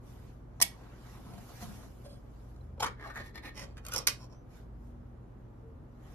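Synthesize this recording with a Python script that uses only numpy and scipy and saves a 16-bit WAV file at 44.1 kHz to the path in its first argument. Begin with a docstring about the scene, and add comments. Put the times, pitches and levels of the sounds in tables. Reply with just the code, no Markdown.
"""A ring-pull can is opened on a wooden board on a covered patio, a little left of the microphone.
Machines hum throughout. Hands rub the can, and at 0.6 s the tab pierces the lid. Fingers tap and
scratch; at 2.8 s the lid buckles, then peels along its score in jerks and snaps free near 4.1 s.
Each fracture is a train of impulses exciting the lid's modes, which differ from stage to stage.
Last come a few faint rubs and one soft low tone."""
import sys
import numpy as np
from scipy import signal
from scipy.fft import rfft, irfft, next_fast_len
from scipy.io import wavfile
from scipy.ndimage import uniform_filter1d, map_coordinates

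SR = 44100
rng = np.random.default_rng(int(sys.argv[2]) if len(sys.argv) > 2 else 0)


def dump_mix(stems):
    """Bounce the given channels to the path in sys.argv[1] as a 16-bit WAV at rate SR."""
    frames = np.atleast_2d(stems).T  # one column per channel
    limited = np.clip(frames, -1, 1)  # hard clip at full scale
    pcm = np.round(limited * 32767).astype(np.int16)
    wavfile.write(sys.argv[1], SR, pcm)


N = 270887

# outdoor rumble: f/Hz, relative spectral level/dB
RUMBLE_SPECTRUM = [(12, -45.5), (20, -21), (38, -15), (62, -12.5), (86, -5), (123, -4.5), (149, -8.5),
                   (236, -11), (270, -11), (451, -16.5), (735, -21.5), (1230, -27), (2360, -43),
                   (5920, -58.5), (13000, -73.5)]
# rumble and nearby scatter: f/Hz, left-right coherence
RUMBLE_COHERENCE = [(60, 0.94), (130, 0.81), (290, 0.58), (640, 0.034), (3000, 0.051), (12000, 0.52)]
SCATTER_COHERENCE = [(1000, 0.89), (2500, 0.1), (6500, 0.1), (9000, 0.94), (11000, 1)]
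# machine partials: f/Hz, level/dB, waver/dB
HUM_PARTIALS = [(38.4, -60, 2), (54.6, -53.5, 2.5), (78.7, -60, 6), (118.45, -57.5, -0.5),
                (126.9, -63, -0.5), (237.7, -66, 3.5)]
# patio reverberation: f/Hz, T60/s
PATIO_T60 = [(150, 0.21), (800, 0.23), (2000, 0.21), (6000, 0.2), (12000, 0.18), (15000, 0.091)]
# board to microphone ports: f/Hz, left minus right level/dB
PORT_BALANCE = [(200, 0), (550, 3), (900, 2), (2000, -2.5), (4000, -2.5), (5500, -5), (7500, -5), (9500, 2),
                (11000, -1)]
# the same path: f/Hz, phase lead of the left port/rad
PORT_LEAD = [(100, 0), (1200, 0.76), (2300, 1.3), (4600, 3), (5500, 4.5), (7000, 3), (9600, 5),
             (10800, 5.5), (12600, 6), (14500, 10)]
# spectral envelopes of reflections, skin friction, can, tab and lid stages: f/Hz, relative level/dB
WALL_COLOUR = [(500, 3), (1000, -2), (2200, 2), (4200, 1.5), (5500, -5.5), (7500, -6), (13000, -3)]
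SKIN_COLOUR = [(150, -66.5), (400, -1.5), (800, 7), (1600, 3), (2600, -1.5), (4500, -3.5), (6500, -3.5),
               (8300, -8), (11000, -7.5), (13200, -7.5), (14500, -15.5), (16000, -51.5)]
CAN_COLOUR = [(120, 6), (200, 11.5), (350, -4), (650, -7), (1300, -7.5), (2500, -23), (5000, -22),
              (12000, -24.5), (16000, -49)]
TAB_COLOUR = [(150, -9.5), (600, 3.5), (1600, -10), (3300, -16.5), (6500, -13), (9000, -17), (13000, -24.5),
              (16000, -42)]
SEALED_COLOUR = [(150, -4), (430, -11.5), (700, -2.5), (950, -4), (1400, -13), (2050, -1), (2700, -10),
                 (3400, 2), (4400, -1), (5500, 5), (7000, 0.5), (9000, 1), (13000, -1), (16000, -16)]
BUCKLED_COLOUR = [(45, -28.5), (80, 6), (130, 1), (220, -9), (450, -1.5), (620, -11.5), (900, -3.5),
                  (1250, -4), (1800, -9), (2700, -15), (5300, -9), (8500, -14.5), (12000, -21.5),
                  (16000, -33)]
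PEELED_COLOUR = [(150, 5), (580, 9), (1100, 4.5), (1400, -3.5), (2100, -2), (2900, -10), (4300, -10.5),
                 (7000, -16), (8400, -22.5), (10500, -24), (13500, -23.5), (16000, -44)]
LOOSE_COLOUR = [(150, -0.5), (350, -5.5), (550, -1.5), (780, -3), (1050, -0.5), (1450, -1.5), (2000, -0.5),
                (2800, 1), (4100, 1), (5300, 6), (7000, 4.5), (12000, 1.5), (14000, -1.5), (16000, -17.5)]
# modes standing above those envelopes: f/Hz, bandwidth/Hz, lift/dB
CAN_PEAKS = [(570, 20, 4.9), (700, 7.5, 18.7), (1660, 21, 5.2)]
TAB_PEAKS = [(565, 25, 24), (1600, 21, 20), (3316, 65, 23.5), (4160, 100, 13), (4900, 30, 24.5),
             (8800, 210, 19.5)]
SEALED_PEAKS = [(690, 26, 7), (944, 140, 1.2), (1939, 120, 2.5), (2200, 110, 2.9), (3450, 260, 2),
                (5490, 310, 2.7), (8440, 220, 3), (12530, 160, 3)]
BUCKLED_PEAKS = [(488, 54, 2.9), (1820, 180, 3.5), (2250, 180, 9.7), (3155, 115, 11), (5240, 150, 5),
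                 (6940, 170, 5)]
PEELED_PEAKS = [(1230, 45, 8.5), (1660, 69, 4.9), (1813, 39, 12.2), (2230, 38, 9.4), (2850, 45, 5),
                (3540, 240, 5.5), (4180, 130, 9.5)]
LOOSE_PEAKS = [(457, 30, 8.6), (564, 70, 3.1), (1120, 40, 4), (1470, 85, 3), (2120, 45, 3.5),
               (2480, 27, 7.4), (3140, 91, 7.2), (4720, 90, 6), (5950, 50, 3), (7330, 73, 3.6),
               (9250, 60, 4.7)]
# faint tones: centre t/s, f/Hz, level/dB, half-duration/s, phase waver/rad
FAINT_TONES = [(2.614, 3980, -67.5, 0.0053, 4.3), (3.284, 4010, -80.5, 0.068, 0.77),
               (4.362, 6000, -73, 0.052, 1.58), (5.665, 451, -54.5, 0.055, 0.27)]
# hands and cloth slide: peak t/s, relative level/dB, duration/s, extra hiss/dB
SLIDES = [(0.106, -66.5, 0.064, 1), (0.223, -67, 0.11, -3), (0.825, -61.5, 0.2, -11.5),
          (1.121, -60, 0.11, -3), (1.507, -61.5, 0.27, -0.5), (1.629, -56.5, 0.021, 7),
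          (1.648, -62, 0.18, 5), (2.044, -72.5, 0.13, 3.5), (2.436, -74, 0.19, 0),
          (4.564, -63.5, 0.053, -4), (4.86, -87.5, 0.063, 11.5), (6.14, -62, 0.11, -6.5)]
# fingers on the can: peak t/s, level/dB, duration/s, touched spot's resonance f/Hz
FINGER_TAPS = [(1.164, -52, 0.014, 1190), (1.281, -48.5, 0.047, 920), (1.337, -39, 0.0046, 724),
               (1.382, -42, 0.0055, 700), (1.497, -49, 0.015, 1150), (1.624, -42, 0.016, 744),
               (1.655, -47, 0.011, 1080), (1.664, -46, 0.076, 200), (1.79, -52, 0.019, 870),
               (1.831, -50, 0.023, 590), (2.051, -50.5, 0.0055, 560), (2.121, -55, 0.019, 580),
               (2.563, -55, .003, 700), (2.638, -61.5, 0.0035, 760)]
# fingernail on the tab: peak t/s, level/dB, duration/s
NAIL_SCRATCHES = [(2.052, -47.5, 0.014), (2.107, -55.5, 0.039)]
# the can jolts the board: t/s, level/dB, f/Hz
BOARD_THUMPS = [(0.621, -45, 183.5), (2.831, -34, 81.6), (3.36, -41, 69)]
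# lid stages (sealed, buckled, peeled, loose): start t/s
STAGE_TIMES = [0, 2.7, 2.95, 3.53]
# radiation of the tilting lid, by stage: left minus right level/dB
STAGE_BALANCE = [-1.2, 1.6, 0.62, -0.33]
# sound sent to the walls, by stage: relative level/dB
STAGE_REVERB = [-9, -7, -6.5, -6.5]
# zing of the torn edge: t/s, lift/dB
EDGE_LIFT = [(3.5, -11), (3.58, 10.5), (3.66, -5), (3.78, -9), (3.89, -11), (3.935, 9), (3.98, 15),
             (4.075, 9.5), (4.22, 13)]
# one resonance per strain on the lid: start t/s, f/Hz, glide/(octave/s), lift/dB, Q
LID_STRAINS = [(0.6, 866, 0.5, 13.5, 4), (0.619, 2020, -0.5, 9, 4.2), (2.775, 644, 7, 20.5, 5.1),
               (2.82, 880, 8.5, 20, 7.3), (2.853, 1170, 9, 16, 3.9), (2.98, 1580, -1, 15.5, 3.4),
               (3.04, 1240, -13, 16.5, 3.5), (3.085, 1410, 3, 24, 8.4), (3.14, 1490, 4, 20.5, 6),
               (3.195, 1790, -0.5, 13.5, 12), (3.33, 1840, 0, 10.5, 15), (3.41, 1800, 0.5, 8.5, 5),
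               (3.55, 2040, -1, 11.5, 14), (3.62, 550, 4, 3, 5.7), (3.75, 1530, 2, 19, 7.3),
               (3.83, 1470, -2.5, 13, 3.7), (3.91, 1340, 2, 15.5, 8.2), (3.955, 950, 5, 4, 1.6),
               (4.06, 1550, 12, 4, 4), (4.19, 1094, -3, 14.5, 5)]
# gradual tearing: peak t/s, level/dB, duration/s, tilt/(dB/octave)
LID_PULLS = [(0.618, -21, 0.0028, -0.5), (2.781, -46, 0.0029, -5.5), (2.807, -29.5, 0.0054, 1.5),
             (2.832, -23.5, 0.0078, 0.5), (2.845, -25.5, 0.0043, -2), (2.863, -32, 0.0089, -2),
             (2.874, -38, 0.0096, -2.5), (3.023, -44, 0.026, 0), (3.063, -43, 0.022, 2.5),
             (3.107, -43, .016, 2), (3.168, -39.5, 0.019, 3.5), (3.203, -43.5, 0.02, 1),
             (3.264, -50.5, 0.021, 4.5), (3.368, -44.5, 0.017, 2.5), (3.46, -42, 0.024, 2.5),
             (3.597, -42, 0.027, -5), (3.635, -45, 0.0162, -8.5), (3.691, -58.5, 0.04, -9),
             (3.781, -51, 0.012, -6), (3.871, -47.5, 0.021, -5.5), (3.934, -37.5, 0.018, -4),
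             (3.974, -37.5, 0.024, -7.5), (4.09, -34.5, 0.0067, -1), (4.222, -52.5, 0.025, -5),
             (4.325, -59, 0.023, -6.5)]
# sudden fractures: t/s, level/dB, tilt/(dB/octave)
LID_SNAPS = [(0.6022, -31.5, -6), (0.6146, -17.5, -2.5), (0.6206, -15.5, 4), (0.6242, -9.5, 1),
             (2.8301, -28.5, 3), (2.865, -34, 2), (3.06, -44, -6), (3.165, -35, -2), (3.179, -42, -1.5),
             (3.357, -37, 5), (3.778, -49, -4), (3.8507, -42, -1.5), (3.8659, -36, -0.5), (3.885, -38, 1),
             (3.921, -34, -1), (3.9372, -26, 1), (3.948, -31, -2), (3.962, -23.5, -1.5), (3.972, -29, -6),
             (3.981, -27.5, 3), (3.987, -28.5, -1), (4.0704, -17.5, 0.5), (4.0739, -13.5, -0.5),
             (4.081, -22.5, 0.5), (4.085, -24, -3.5)]
# crack statistics: rate/(1/s), rise as a multiple of duration, size spread/dB, main crack's weight
PULL_CRACKS = (2200, 1.16, 5, 0)
SNAP_CRACKS = (4900, 0.65, 7.3, 0.42)


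def amp(db):
    """Amplitude ratio of a level in decibels."""
    return 10 ** (np.asarray(db) / 20)


def unit(x):
    """Normalisation to unit rms."""
    return x / np.sqrt(np.mean(x ** 2) + 1e-20)


def along(points, hz):
    """Interpolation on a logarithmic frequency axis."""
    f, v = np.transpose(points)
    return np.interp(np.log(hz + 1), np.log(f + 1), v)


def wobble(rate):
    """Random modulation: a spline through `rate` knots a second."""
    return map_coordinates(rng.standard_normal(int(N * rate / SR) + 4), [np.arange(N) * rate / SR])


def filtered(x, response):
    """Linear filtering: the spectrum times a frequency response."""
    n = x.shape[-1]
    m = next_fast_len(n + SR // 8)
    return irfft(rfft(x, m) * response(np.fft.rfftfreq(m, 1 / SR)), m)[..., :n]


def blend(pair, coherence):
    """Partial coherence: sum and difference of two independent, weighted noises."""
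    angle = lambda hz: np.arccos(np.clip(along(coherence, hz), -1, 1)) / 2
    mid, side = filtered(pair, lambda hz: np.array([np.cos(angle(hz)), np.sin(angle(hz))]))
    return np.array([mid + side, mid - side])


def coloured_noise(spectrum, coherence):
    """Spectral shaping of stereo white noise, at unit rms."""
    white = blend(rng.standard_normal((2, N)), coherence)
    return unit(filtered(white, lambda hz: amp(along(spectrum, hz))))


def background(rumble_db=-54, drift_rad=0.48):
    """Superposition: machine partials, wavering in amplitude and phase, over outdoor rumble."""
    t = np.arange(N) / SR
    hum = 0
    for hz, db, waver_db in HUM_PARTIALS:
        envelope = amp(waver_db * wobble(4))
        hum += amp(db) * unit(envelope * np.sin(2 * np.pi * hz * t + drift_rad * wobble(4.3)))
    return hum + amp(rumble_db) * coloured_noise(RUMBLE_SPECTRUM, RUMBLE_COHERENCE)


def patio(near_db=1.0, near_t60=0.02, far_db=-6.0, far_rise_s=0.0023):
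    """Impulse response: direct sound, scatter from a bowl and jars, reverberation of walls and roof."""
    hz, t, spectra = signal.stft(rng.standard_normal((2, SR // 3)), SR, nperseg=256)
    decay = amp(-60 * t / along(PATIO_T60, hz)[:, None])
    far = signal.istft(spectra * decay, SR, nperseg=256)[1]
    t = np.arange(far.shape[1]) / SR
    far = far * (1 - np.exp(-t / far_rise_s))
    far = filtered(far / np.linalg.norm(far[0]), lambda hz: amp(along(WALL_COLOUR, hz)))
    near = blend(rng.standard_normal(far.shape), SCATTER_COHERENCE) * amp(-60 * t / near_t60)
    near = filtered(near, lambda hz: hz / (hz + 1500))  # small things scatter only short waves
    path = amp(near_db) * near / np.linalg.norm(near[0]) + amp(far_db) * far
    path[:, 0] += 1
    return path


def faint_tones(wavers_per_s=200):
    """Phase-modulated tone bursts: thin squeaks of the bending lid and one soft low tone."""
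    t = np.arange(N) / SR
    tones = 0
    for s, hz, db, length, waver in FAINT_TONES:
        envelope = amp(db) * np.exp(-((t - s) / length) ** 2)
        tones += envelope * np.sin(2 * np.pi * hz * t + waver * wobble(wavers_per_s))
    return tones


def shifting_contact(x, depth_db):
    """A shifting contact modulates the noise in patches of frequency and time."""
    spectra = signal.stft(x, nperseg=512)[2]
    field = uniform_filter1d(rng.standard_normal(spectra.shape[1:]), size=5, axis=0)
    field = uniform_filter1d(field, size=7, axis=1)
    return unit(signal.istft(spectra * amp(depth_db * unit(field)), nperseg=512)[1][:, :N])


def rubbing(gain_db=2, resting_db=-83.0, grain_db=0.5, hiss_hz=3500, ripple_db=2, ripple_hz=60):
    """Friction noise of skin and cloth, coloured by the can's weak modes; slides add in power."""
    t = np.arange(N) / SR
    modes = rng.standard_normal(SR // 2)
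    ripple = lambda hz: amp(ripple_db * map_coordinates(modes, [hz / ripple_hz]))
    noise = unit(filtered(coloured_noise(SKIN_COLOUR, SCATTER_COHERENCE), ripple))
    noise = amp(gain_db + grain_db * wobble(110)) * shifting_contact(noise, depth_db=2.5)
    hiss = filtered(noise, lambda hz: hz ** 2 / (hz ** 2 + hiss_hz ** 2))
    body_power = hiss_power = amp(resting_db) ** 2  # resting hands are never quite still
    for s, db, length, hiss_db in SLIDES:
        width = length * np.where(t < s, 0.81, 0.91)  # rise, fade
        power = amp(db) ** 2 * np.exp(-((t - s) / width) ** 2)
        body_power = body_power + power
        hiss_power = hiss_power + power * amp(hiss_db) ** 2
    return np.sqrt(body_power) * (noise - hiss) + np.sqrt(hiss_power) * hiss


def metal_response(colour, modes, tilt_db, low_hz=0, ripple_db=2, ripple_hz=70, size=16384):
    """Modal resonance: the minimum-phase impulse response of thin metal."""
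    hz = np.fft.rfftfreq(size, 1 / SR)
    lift = 1 + sum(amp(db) ** 2 / (1 + (2 * (hz - centre) / width) ** 2) for centre, width, db in modes)
    tilt = tilt_db * np.log2(np.maximum(hz, 600)) - 10 * np.log10(1 + (low_hz / (hz + 1)) ** 2)
    # countless weak modes shift with every change of grip and strain
    ripple = ripple_db * map_coordinates(rng.standard_normal(size), [hz / ripple_hz])
    magnitude = amp(along(colour, hz) + tilt + ripple) * np.sqrt(lift)
    cepstrum = irfft(np.log(magnitude))
    cepstrum[1:size // 2] *= 2  # folding the cepstrum makes the response causal
    cepstrum[size // 2 + 1:] = 0
    return irfft(np.exp(rfft(cepstrum)))


def bending(x, times, strain):
    """A time-varying resonator: one mode glides in frequency as the lid bends."""
    start, start_hz, glide, lift_db, q = strain
    hz = start_hz * 2 ** (glide * np.clip(times - start, 0, .15))
    carrier = np.exp(2j * np.pi * np.cumsum(hz) / SR)
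    pole = np.exp(-np.pi * start_hz / q / SR)
    resonance = np.real(carrier * signal.lfilter([1 - pole], [1, -pole], x / carrier))
    return x + 2 * (amp(lift_db) - 1) * resonance


def add_cracks(track, s, db, length, response, path, cracks_per_s=6000, rise=0.69, spread_db=4,
               main_crack=0, clump_db=2.0, clumps_per_s=220, fade=1.4, strain=None):
    """Stick-slip excitation: random impulses swell to time s and fade, convolved with metal and path."""
    t = np.arange(-SR // 10, SR // 10) / SR
    occurs = rng.random(len(t)) < cracks_per_s / SR
    sizes, clumps = rng.standard_normal((2, len(t)))
    size_db = spread_db * sizes + clump_db * map_coordinates(clumps, [(t - t[0]) * clumps_per_s])
    swell = np.exp(-(t / (length * np.where(t < 0, rise, fade))) ** 2)
    cracks = occurs * np.sign(rng.standard_normal(len(t))) * amp(size_db) * swell
    cracks[len(t) // 2] += main_crack * np.linalg.norm(cracks)  # in a snap one crack stands out
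    if strain is not None:
        cracks = bending(cracks, s + t, strain)
    ringing = signal.fftconvolve(cracks, response)
    heard = signal.fftconvolve(ringing[None], path, axes=1)
    heard *= amp(db) * np.sqrt(2 * length * SR) / (np.linalg.norm(heard) + 1e-20)
    place = track[:, round((s + t[0]) * SR):][:, :heard.shape[1]]
    place += heard[:, :place.shape[1]]


def fingers(path, spot_q=5, spot_db=10):
    """Damped vibration: soft knocks and scrapes excite the full can, held in the hand."""
    track = np.zeros((2, N))
    for s, db, length, spot_hz in FINGER_TAPS:
        modes = [*CAN_PEAKS, (spot_hz, spot_hz / spot_q, spot_db)]
        add_cracks(track, s, db, length, metal_response(CAN_COLOUR, modes, tilt_db=-1.0), path)
    return track


def tab(path):
    """Frictional excitation: a fingernail scratches the raised tab, whose modes ring faintly."""
    track = np.zeros((2, N))
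    for s, db, length in NAIL_SCRATCHES:
        add_cracks(track, s, db, length, metal_response(TAB_COLOUR, TAB_PEAKS, tilt_db=0), path)
    return track


def board_thumps(t60=0.28, rise_s=.006):
    """Reaction force: as the lid gives way, the can pushes the board, a damped oscillator."""
    thumps = 0
    for s, db, hz in BOARD_THUMPS:
        t = np.maximum(np.arange(N) / SR - s, 0)
        envelope = amp(db - 60 * t / t60) * (1 - np.exp(-t / rise_s))
        thumps += envelope * np.sin(2 * np.pi * hz * t)
    return thumps


def lid(snap_s=0.0014, snap_low_hz=600, edge_hz=5520, edge_width_hz=520):
    """Fracture along the score excites a plate whose modes change as it bends and comes free."""
    stages = [(SEALED_COLOUR, SEALED_PEAKS), (BUCKLED_COLOUR, BUCKLED_PEAKS),
              (PEELED_COLOUR, PEELED_PEAKS), (LOOSE_COLOUR, LOOSE_PEAKS)]
    stage_at = lambda s: np.searchsorted(STAGE_TIMES, s) - 1
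    strain_times = [row[0] for row in LID_STRAINS]
    # hand and lid move with each strain, and the reflections with them
    paths = [patio(far_db=STAGE_REVERB[stage_at(s)]) for s in strain_times]
    # a snap is too brief to drive the lid much below snap_low_hz
    snaps = [(s, db, snap_s, tilt_db, SNAP_CRACKS, snap_low_hz) for s, db, tilt_db in LID_SNAPS]
    pulls = [(*pull, PULL_CRACKS, 0) for pull in LID_PULLS]
    track = np.zeros((2, N))
    for s, db, length, tilt_db, grain, low_hz in snaps + pulls:
        colour, modes = stages[stage_at(s)]
        pan = amp(STAGE_BALANCE[stage_at(s)] * np.array([[.5], [-.5]]))
        bend = np.searchsorted(strain_times[1:], s)
        edge = (edge_hz, edge_width_hz, np.interp(s, *np.transpose(EDGE_LIFT)))
        response = metal_response(colour, [*modes, edge], tilt_db, low_hz)
        add_cracks(track, s, db, length, response, pan * paths[bend], *grain, strain=LID_STRAINS[bend])
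    return track


def scene():
    """Superposition at two ports, which the can's sound reaches with level and phase differences."""
    path = patio()
    can = lid() + fingers(path) + tab(path) + rubbing()
    sides = np.array([[.5], [-.5]])
    ports = lambda hz: amp(sides * along(PORT_BALANCE, hz)) * np.exp(1j * sides * along(PORT_LEAD, hz))
    return filtered(can, ports) + board_thumps() + background() + faint_tones()


def record(dry, low_hz=20, top_hz=15600):
    """Band limiting: the deepest bass is dropped and the treble ends steeply above top_hz."""
    thinned = filtered(dry, lambda hz: 1 - 1 / (1 + (hz / low_hz) ** 4))
    return filtered(thinned, lambda hz: 1 / (1 + (hz / top_hz) ** 80))


dry = scene()
out = record(dry)
dump_mix(out)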